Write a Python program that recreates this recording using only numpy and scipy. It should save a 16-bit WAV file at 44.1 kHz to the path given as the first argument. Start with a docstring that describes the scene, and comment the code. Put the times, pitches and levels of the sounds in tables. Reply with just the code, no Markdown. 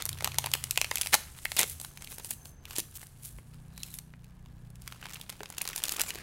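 """Over room rumble and a far, low drone, a plastic sachet is pinched and crinkled close by: each buckling
crease snaps and rings briefly, and a small kitchen answers. From 1.1 s a packet is ripped off in short
tears; between them the hands bump softly, the film slides through the fingers and a faint whistle comes
and goes. After a lull the sachet is crumpled from 4.9 s as it is emptied into a pot, with one hollow
knock at 5.4 s and a last dense crackle."""
import sys
import numpy as np
from scipy import signal
from scipy.fft import rfft, irfft, next_fast_len
from scipy.io import wavfile
from scipy.ndimage import uniform_filter1d

SR = 44100
rng = np.random.default_rng(int(sys.argv[2]) if len(sys.argv) > 2 else 0)


def to_wav(sig):
    """Store sig (one row per channel, or 1-D mono) as 16-bit WAV at the path in sys.argv[1].

    Samples outside -1..1 are clipped; the rate is SR.
    """
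    pcm = np.clip(np.atleast_2d(sig), -1, 1) * 32767
    pcm = np.round(pcm).astype(np.int16)
    wavfile.write(sys.argv[1], SR, pcm.T)  # frames by channels


N = 274302
TIME = np.arange(N) / SR

# spectral envelopes of the room noise, crackle, friction and tearing: f/Hz, relative level/dB
ROOM_SPECTRUM = [(15, -15), (28, 1.5), (42, 0), (80, -1.5), (105, -7), (150, -4.5), (220, -12),
                 (350, -17.5), (550, -24), (800, -22.5), (1350, -28), (1550, -27.5), (1700, -23.5),
                 (1850, -31), (2000, -32.5), (4300, -41), (16000, -54.5)]
CRACKLE_SPECTRUM = [(100, -17.5), (350, -2.5), (850, -7.5), (1300, -3), (2800, -3.5), (5000, -7.5),
                    (9000, -13.5), (16000, -23)]
FRICTION_SPECTRUM = [(200, -30.5), (1000, -22), (3000, -10), (5500, -9), (8000, -3.5), (10500, -1.5),
                     (13000, -6.5), (16000, -11.5)]
TEAR_SPECTRUM = [(60, -36), (160, -5.5), (320, -12.5), (550, -8.5), (850, -0.5), (1300, -9.5), (1900, -5),
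                 (3500, -0.5), (5500, -9), (7500, -5), (11000, -3.5), (16000, -15.5)]
# course of the engine-like drone: t/s, firing rate f/Hz, overall level/dB
DRONE = [(0, 30, -63), (.1, 29.1, -45), (.45, 27.7, -49), (1.0, 25.3, -58), (1.4, 24.99, -60.5),
         (1.8, 28.26, -60.5), (2.5, 28.39, -64), (3.1, 28.27, -58), (3.4, 28.5, -52), (3.7, 30.9, -52),
         (4.1, 30.6, -54), (4.7, 29.6, -52), (5.25, 31, -59), (6.22, 31, -60.5)]
# its harmonics: order, relative level under load/dB, relative level when cruising/dB
DRONE_HARMONICS = [(1, -28.5, -8), (2, -16, -7), (3, -.5, -14.5), (4, -3, -4.5), (5, -1.5, -6.5),
                   (6, -26, -7), (8, -22.5, -17)]
# effort of the hands: t/s, relative crackle level/dB, relative rubbing level/dB
HANDLING = [(0, -58.5, -75), (.3, -50.5, -57.5), (.7, -58, -52.5), (1.08, -50.5, -46.5), (1.28, -60.5, -58),
            (1.55, -61, -47), (1.93, -67.5, -58.5), (2.25, -62, -53.5), (2.58, -85, -85.5),
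            (2.85, -64, -64), (3.35, -73, -64), (4.15, -73.5, -78.5), (4.79, -74, -74.5), (4.87, -58, -63),
            (5.42, -63.5, -63.5), (5.72, -46.5, -69), (6.02, -45, -61), (6.22, -46.5, -61)]
# squeezes that set off flurries of small creases: centre t/s, duration/s, relative level/dB
SQUEEZES = [(.005, 0.034, -37), (0.258, .018, -35.5), (0.55, 0.013, -36), (1.847, 0.019, -47),
            (2.024, 0.033, -48), (2.119, 0.032, -49.5), (2.202, 0.013, -43), (2.722, 0.12, -52),
            (3.02, 0.086, -57), (3.54, .03, -62), (3.843, 0.23, -61), (5.06, 0.17, -52.5),
            (5.148, 0.15, -51.5), (5.327, 0.056, -54.5), (5.529, 0.045, -50), (5.739, 0.024, -40),
            (6.007, 0.036, -39)]
# slides of film over skin: centre t/s, duration/s, level/dB, film resonance f/Hz, gain there/dB
SLIDES = [(1.70, 0.063, -39, 10500, 2), (1.857, 0.069, -47.5, 10000, 3), (2.121, 0.053, -43.5, 11500, 0),
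          (2.258, 0.043, -45.5, 11500, 0), (2.317, 0.051, -41, 12000, -6), (2.473, 0.09, -54.5, 9970, 1),
          (2.723, .08, -49.5, 10100, -9), (2.96, 0.026, -41, 10200, -6), (3.019, 0.08, -51.5, 8250, 4),
          (3.264, 0.087, -45, 11500, 0.5), (3.383, 0.048, -60, 9900, 2), (3.826, 0.16, -56, 4000, 23),
          (3.887, 0.071, -51.5, 10000, -3), (3.959, 0.037, -44.5, 10400, 6), (5.776, .04, -40, 8000, 2),
          (5.925, 0.045, -41, 10060, 0), (6.088, .033, -40, 7140, 19), (6.089, .03, -44.5, 2360, 37)]
# prominent creases: t/s, facet ring f/Hz, then low, middle and treble level/dB, each over 5 ms
SNAPS = [(0.0224, 4460, -49, -34.5, -34), (0.0545, 9100, -47, -41, -27.5), (0.0623, 6550, -45, -42.5, -36),
         (0.092, 10470, -49, -35, -29.5), (0.1295, 4000, -85, -39.5, -42), (.1866, 6450, -63.5, -47.5, -46),
         (.2075, 2130, -43, -37, -42), (0.2241, 4340, -39, -45, -42), (.245, 4900, -37, -27, -24.5),
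         (0.2749, 1250, -31.5, -33, -34), (.3188, 4160, -57, -39.5, -46), (.344, 2120, -50, -42, -43),
         (.3853, 910, -30, -26, -21), (0.442, 4440, -41, -34, -40), (.4441, 1010, -38.5, -39.5, -48.5),
         (0.4608, 1040, -38.5, -33.5, -30.5), (0.4694, 1000, -36, -38, -47),
         (0.5163, 6730, -52, -41.5, -37), (.5373, 3560, -39.5, -21.5, -23), (0.64, 9200, -51, -35.5, -29.5),
         (0.7096, 9500, -52, -31, -24), (.7588, 4160, -56, -40, -42), (0.7755, 3050, -32.5, -21, -25),
         (0.8146, 2620, -35, -24, -24), (0.845, 3540, -42, -29, -37), (0.9123, 1120, -44, -35, -32.5),
         (0.9144, 2040, -32, -28, -44), (0.9567, 8600, -46.5, -33.5, -26), (.972, 2610, -57, -31.5, -37),
         (0.9829, 11800, -57, -38, -33), (1.013, 11100, -46.5, -29, -25), (1.0181, 7600, -54, -36, -28),
         (1.0325, 2720, -64, -36, -42), (1.0609, 2680, -42.5, -36, -37), (1.0712, 4100, -53, -32.5, -32),
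         (1.135, 1780, -37, -20.5, -29), (1.1417, 7600, -24, -20, -18), (1.3878, 1990, -57.5, -48, -49.5),
         (1.451, 10800, -45.5, -54.5, -33.5), (1.4547, 2040, -42, -25, -41),
         (1.5184, 4370, -41.5, -32.5, -35), (1.5662, 3350, -42, -38, -29), (1.57, 5760, -47, -30, -34),
         (1.592, 8760, -34, -26, -18), (1.6016, 11270, -34.5, -43, -31), (1.613, 7900, -59, -33, -24.5),
         (1.6314, 10050, -36.5, -29, -26.5), (1.7998, 9560, -56, -47, -39), (1.814, 4630, -52, -48, -37.5),
         (1.848, 1520, -46.5, -42, -40), (1.974, 2350, -58, -44, -47.5), (2.0222, 2330, -55, -46.5, -42.5),
         (2.0453, 3270, -60, -46, -43), (2.0734, 4240, -64, -43.5, -48), (2.1834, 7500, -48, -47, -40),
         (2.2467, 10020, -52, -46, -37.5), (2.3081, 12500, -48.5, -46, -28.5),
         (2.3128, 7640, -54, -41.5, -41), (2.4555, 8800, -55, -48.5, -46), (2.6541, 2900, -59, -43, -47.5),
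         (2.7089, 1550, -55, -43, -44), (2.7631, 3220, -59, -37, -35), (2.784, 313, -35.5, -39, -26.5),
         (2.8014, 9500, -60, -38.5, -31.5), (2.9122, 11500, -75, -76, -54), (3.03, 2010, -53, -49.5, -61),
         (3.069, 11690, -70, -61, -49), (3.386, 2080, -52, -53, -71), (3.778, 8700, -55, -48, -44.5),
         (3.833, 11180, -72, -37.5, -35), (3.9405, 10400, -70, -47.5, -39),
         (3.9874, 10400, -61, -45, -37.5), (4.1378, 1930, -57, -52, -73), (4.2439, 4300, -76.5, -59.5, -58),
         (4.4599, 1047, -60.5, -58.5, -64), (4.7029, 12100, -63, -66, -57.5),
         (4.7566, 11700, -75, -58, -54.5), (4.82, 11180, -79, -57, -49.5), (4.8771, 1650, -51.5, -39, -40),
         (4.9236, 1390, -48, -43, -48.5), (5.027, 1540, -51, -41.5, -58), (5.056, 1580, -45.5, -39, -50),
         (5.0667, 3400, -49.5, -47, -52), (5.1345, 9000, -68, -46, -44), (5.1446, 6660, -62, -57, -42),
         (5.1567, 3220, -66, -42, -56), (5.2132, 3500, -75, -41.5, -43.5), (5.295, 3430, -47, -41.5, -40),
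         (5.2999, 4970, -58, -40, -38.5), (5.4058, 1591, -40, -42, -55), (5.4327, 1530, -43.5, -41.5, -44),
         (5.458, 3060, -57, -42.5, -50), (5.5018, 9140, -46, -52, -40.5), (5.5825, 9050, -47, -36, -32),
         (5.6132, 3350, -50, -32.5, -54), (5.6167, 8530, -48, -43, -27.5), (5.6532, 5036, -50, -40, -40),
         (5.676, 9400, -53, -34.5, -33.5), (5.689, 9700, -59, -41, -35), (5.7613, 10900, -48, -40, -30.5),
         (5.779, 8790, -48, -38, -36), (5.838, 3710, -53.5, -29.5, -25), (5.854, 5790, -66, -37, -36),
         (5.8828, 10310, -47, -37, -33.5), (5.8935, 5130, -52, -33, -30.5), (5.9211, 7990, -50, -37.5, -29),
         (5.9662, 8150, -60, -42, -35), (5.9965, 2760, -47, -30.5, -30), (6.009, 9860, -51, -33.5, -28),
         (6.0156, 8280, -48, -31.5, -22.5), (6.1051, 2900, -55, -32, -37), (6.156, 384, -42.5, -42, -42.5)]
# edges of those three bands: f/Hz
BAND_EDGES_HZ = (250, 1400, 5500, 16000)
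# tears along the seam: start t/s, end t/s, level/dB, treble tilt/dB, sheet resonance f/Hz
TEARS = [(1.1235, 1.132, -41, 5.5, 1870), (1.129, 1.15, -28, -2.5, 1860), (1.147, 1.155, -29, 3, 930),
         (1.575, 1.588, -36.5, -1, 4320), (1.586, 1.609, -29, 3, 2070), (1.614, 1.643, -36.5, -8, 434),
         (2.756, 2.783, -43, 3, 7260), (2.783, 2.798, -37.5, 6, 328)]
# soft bumps of the hands: centre t/s, f/Hz, level/dB
BUMPS = [(1.24, 74, -47.5), (1.758, 80, -45), (3.349, 50, -46), (6.069, 92, -51.5)]
# modes of the hollow knock: f/Hz, relative level/dB
KNOCK_MODES = [(345, -10), (415, 3.5), (510, -6)]


def undb(db):
    """Amplitude ratio of a level in decibels."""
    return 10 ** (np.asarray(db) / 20)


def unit(x):
    """Normalisation to an rms of 1."""
    return x / np.sqrt(np.mean(x ** 2) + 1e-18)


def curves(table):
    """Linear interpolation in time of each column after the first."""
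    s, *columns = np.transpose(table)
    return [np.interp(TIME, s, c) for c in columns]


def add(out, s, x):
    """Superposition of x on out, starting at s seconds."""
    i = int(np.clip(round(s * SR), 0, N - 1))
    out[i:i + len(x)] += x[:N - i]


def colour(x, points):
    """Minimum-phase filtering through (f/Hz, gain/dB) points: causality keeps attacks sharp."""
    size = 2 * next_fast_len(len(x) // 2 + 256)
    hz, db = np.transpose(points)
    f = np.arange(size // 2 + 1) * SR / size
    gain = undb(np.interp(np.log(f + 1), np.log(hz), db))
    cepstrum = irfft(np.log(gain))
    cepstrum[1:size // 2] *= 2
    cepstrum[size // 2 + 1:] = 0
    return irfft(rfft(x, size) * np.exp(rfft(cepstrum)))[:len(x)]


def resonance(x, hz, gain_db, width):
    """Resonant peak, or a dip for negative gain, reaching a factor 1 + width to either side of hz."""
    return colour(x, [(hz / (1 + width), 0), (hz, gain_db), (hz * (1 + width), 0)])


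def walk(rate):
    """Low-pass random fluctuation of rms 1, with rate new values a second."""
    step = int(SR / rate)
    held = np.repeat(rng.standard_normal(N // step + 1), step)
    return unit(uniform_filter1d(held, step)[:N])


def grains(count, rate, spread_db):
    """Shot noise: random impulses, a few much larger than the rest."""
    hits = (rng.random(count) < rate / SR) * rng.choice([-1, 1], count)
    return unit(hits * undb(spread_db * np.minimum(rng.exponential(size=count), 3)))


def room_tone(db=-55):
    """Ambient noise: rumble and faint hiss under a slight, slow amplitude modulation."""
    sway_db = 1.2 * walk(3)
    return unit(colour(rng.standard_normal(N), ROOM_SPECTRUM)) * undb(db + sway_db)


def drone(change_s=3.36, change_length_s=0.29, flutter_db=2.5):
    """Harmonic series: walls transmit only the lowest orders, whose balance shifts as the load eases."""
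    hz, db = curves(DRONE)
    phase = 2 * np.pi * np.cumsum(hz * (1 + .004 * walk(12))) / SR
    cruising = .5 + .5 * np.tanh((TIME - change_s) / change_length_s)
    out = np.zeros(N)
    for order, load_db, cruise_db in DRONE_HARMONICS:
        harmonic = np.sin(round(order) * phase + rng.uniform(0, 2 * np.pi) + 0.54 * walk(11))
        out += harmonic * undb(load_db + (cruise_db - load_db) * cruising + flutter_db * walk(6.3))
    return np.sqrt(2) * out * undb(db)


def squeezed(handling_db):
    """Incoherent addition: the power of each squeeze adds to that of the handling; the sum is in dB."""
    power = undb(handling_db) ** 2
    for s, length, db in SQUEEZES:
        power += (undb(db) * np.exp(-(2 * (TIME - s) / length) ** 2)) ** 2
    return 10 * np.log10(power)


def buckle(ring_hz, ring=0.81, flutter_s=0.0017, shiver_s=.0035, decay_cycles=2.6):
    """Snap-through buckling: a crease flips, giving bending waves, a damped facet tone and a click."""
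    t = np.arange(1024) / SR
    x = rng.standard_normal(len(t)) * (np.exp(-t / flutter_s) + .07 * np.exp(-t / shiver_s))
    x += ring * np.sin(2 * np.pi * ring_hz * t) * np.exp(-t * (ring_hz / decay_cycles + 200))
    x[:2] += 2.6 * np.array([2, -1])  # the click
    return x


def crackle(db, rate=260, centre_hz=2700, spread_db=4):
    """Crackling noise: small creases buckle with power-law sizes, over a bed of finer ones."""
    creases = np.zeros(N)
    for when, size, pitch in rng.random((int(rate * N / SR), 3)):
        ring_hz = centre_hz * np.exp(1.2 * (2 * pitch - 1))
        gain = undb(-spread_db * np.log(size + 0.032))
        add(creases, when * N / SR, buckle(ring_hz, ring=1.0) * gain)
    bed = undb(-5) * grains(N, rate=3300, spread_db=7.0)
    return unit(colour(unit(creases) + bed, CRACKLE_SPECTRUM)) * undb(db - 4)


def ticks(db, rate=70, centre_hz=3600, size_db=2, tilt_db=7):
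    """Random point process: middling creases flip independently, duller or brighter each time."""
    out = np.zeros(N)
    for when, size, tilt, pitch in rng.uniform(-1, 1, (int(rate * N / SR), 4)):
        ring_hz = min(centre_hz * np.exp(1.6 * pitch), SR / 4)
        treble = [(8000, tilt * tilt_db - 5), (16000, tilt * tilt_db - 9)]
        x = colour(buckle(ring_hz), [(100, -20.5), (400, -6.5), (1000, -3.5), (3000, -0.5)] + treble)
        add(out, (when + 1) / 2 * N / SR, unit(x) * undb(size_db * size))
    return unit(out) * undb(db - 0.5)


def friction(grip_db):
    """Stick-slip friction of film on skin and on itself: dense grains, unsteady grip, tiny catches."""
    grip = undb(grip_db * walk(110))
    catches = .25 * grip_db * grains(N, rate=130, spread_db=4)
    slips = grains(N, rate=6000, spread_db=5) * grip
    return unit(colour(slips + catches, FRICTION_SPECTRUM))


def sliding(rub_db):
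    """Frictional excitation: a light rub throughout, and brighter swishes coloured by the taut film."""
    out = colour(friction(grip_db=2), [(9000, 0), (14000, -2)]) * undb(rub_db - 1)
    bright_rub = colour(friction(grip_db=3.5), [(8000, 0), (14000, 4)])
    for s, length, db, hz, gain_db in SLIDES:
        near = abs(TIME - s) < length * 1.2
        swish = resonance(bright_rub[near], hz, gain_db, width=.2)
        out[near] += unit(swish) * undb(db) * np.exp(-(2 * (TIME[near] - s) / length) ** 2)
    return out


def kitchen(x, t60_s=0.37, tail_db=-14.5, early_db=-22, early_s=.0095):
    """Reflection: pot and worktop scatter an early echo, and the walls add a short reverberation."""
    t = np.arange(SR // 2) / SR
    tail = rng.standard_normal(len(t)) * np.exp(-np.log(1000) * t / t60_s) * (1 - np.exp(-t / .004))
    tail = colour(tail, [(150, 9.0), (800, -3.5), (1700, -2.5), (3000, -1.5), (7000, 0), (16000, 0.5)])
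    early = rng.standard_normal(len(t)) * (t > early_s) * np.exp(-abs(t - early_s) / 0.0013)
    early = colour(early, [(800, -0.5), (4000, 2.5), (16000, -6.5)])
    response = (undb(tail_db) * unit(tail) + undb(early_db) * unit(early)) / np.sqrt(len(t))
    return x + signal.fftconvolve(x, response)[:N]


def snaps(creep_db=-17, creep_s=0.0016, window_s=.005):
    """Release of elastic energy: each prominent crease creeps for a moment, then buckles."""
    out, edges = np.zeros(N), np.array(BAND_EDGES_HZ)
    centres = np.sqrt(edges[:-1] * edges[1:])
    lead = np.arange(-192, 0) / SR
    for s, ring_hz, *bands_db in SNAPS:
        creep = rng.standard_normal(len(lead)) * np.exp(lead / creep_s)
        creep *= undb(creep_db + 5 * rng.standard_normal())
        x = colour(np.r_[creep, buckle(ring_hz)],
                   [(70, -15), (280, -9.5), (550, -0.5), (900, 4), (1300, -1.0), (2700, 3.5),
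                    (5200, 1), (9000, 0.5), (13000, -2.5), (16000, -11.5)])
        # the size of the flipping facet sets the weight of each band
        for _ in range(2):
            power = 2 * abs(rfft(x)) ** 2 / (len(x) * window_s * SR)
            band_power = np.histogram(np.arange(len(power)) * SR / len(x), edges, weights=power)[0]
            gain_db = np.array(bands_db) - 10 * np.log10(band_power)
            x = colour(x, np.c_[centres, gain_db])
        add(out, s + lead[0], x)
    return out


def tears():
    """Crack propagation: the seam yields in a rush of tiny fractures that excite the stretched sheet."""
    out = np.zeros(N)
    for start, end, db, tilt_db, hz in TEARS:
        count = max(int((end - start) * SR), 64)
        fractures = np.pad(grains(count, rate=3500, spread_db=5.5), (0, 512))
        rip = colour(colour(fractures, TEAR_SPECTRUM), [(2000, 0.011), (8000, tilt_db)])
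        rip = resonance(rip, hz, gain_db=8, width=0.36)
        add(out, start, unit(rip) * np.sqrt(len(rip) / count) * undb(db))
    return out


def bumps(half_width_s=0.051):
    """Gaussian tone pulses: the shifting hands give low thuds, dull for want of a sharp attack."""
    return sum(undb(db) * np.sin(2 * np.pi * hz * (TIME - s)) * np.exp(-((TIME - s) / half_width_s) ** 2)
               for s, hz, db in BUMPS)


def whistle(hz=6270, width_hz=70):
    """Narrow-band noise, heard as a thin, faint whistle that swells and fades."""
    db, = curves([(1.2, -90), (1.4, -73), (1.95, -67), (2.4, -64), (2.62, -71), (2.75, -95)])
    phase = 2 * np.pi * hz * TIME
    return (walk(width_hz * 2) * np.sin(phase) + walk(width_hz * 2) * np.cos(phase)) * undb(db)


def knock(s=5.406, db=-41.0, t60_s=0.078):
    """Free vibration of three damped modes: a light, hollow knock as the sachet is emptied."""
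    t = np.maximum(TIME - s, 0)
    modes = sum(undb(mode_db) * np.sin(2 * np.pi * hz * t) for hz, mode_db in KNOCK_MODES)
    return undb(db) * modes * np.exp(-np.log(1000) * t / t60_s)


def scene():
    """Superposition of the background, the sachet with its reflections, the bumps and the whistle."""
    background = room_tone() + drone()
    handling_db, rub_db = curves(HANDLING)
    crease_db = squeezed(handling_db)
    sachet = crackle(crease_db) + ticks(crease_db) + sliding(rub_db) + snaps() + tears() + knock()
    return (background + kitchen(sachet) + bumps() + whistle())[None]


def record(dry):
    """Band limiting: a steep elliptic low-pass cuts the treble above 15.8 kHz."""
    return signal.sosfilt(signal.ellip(10, .2, 70, 15800, fs=SR, output="sos"), dry)


dry = scene()
out = record(dry)
to_wav(out)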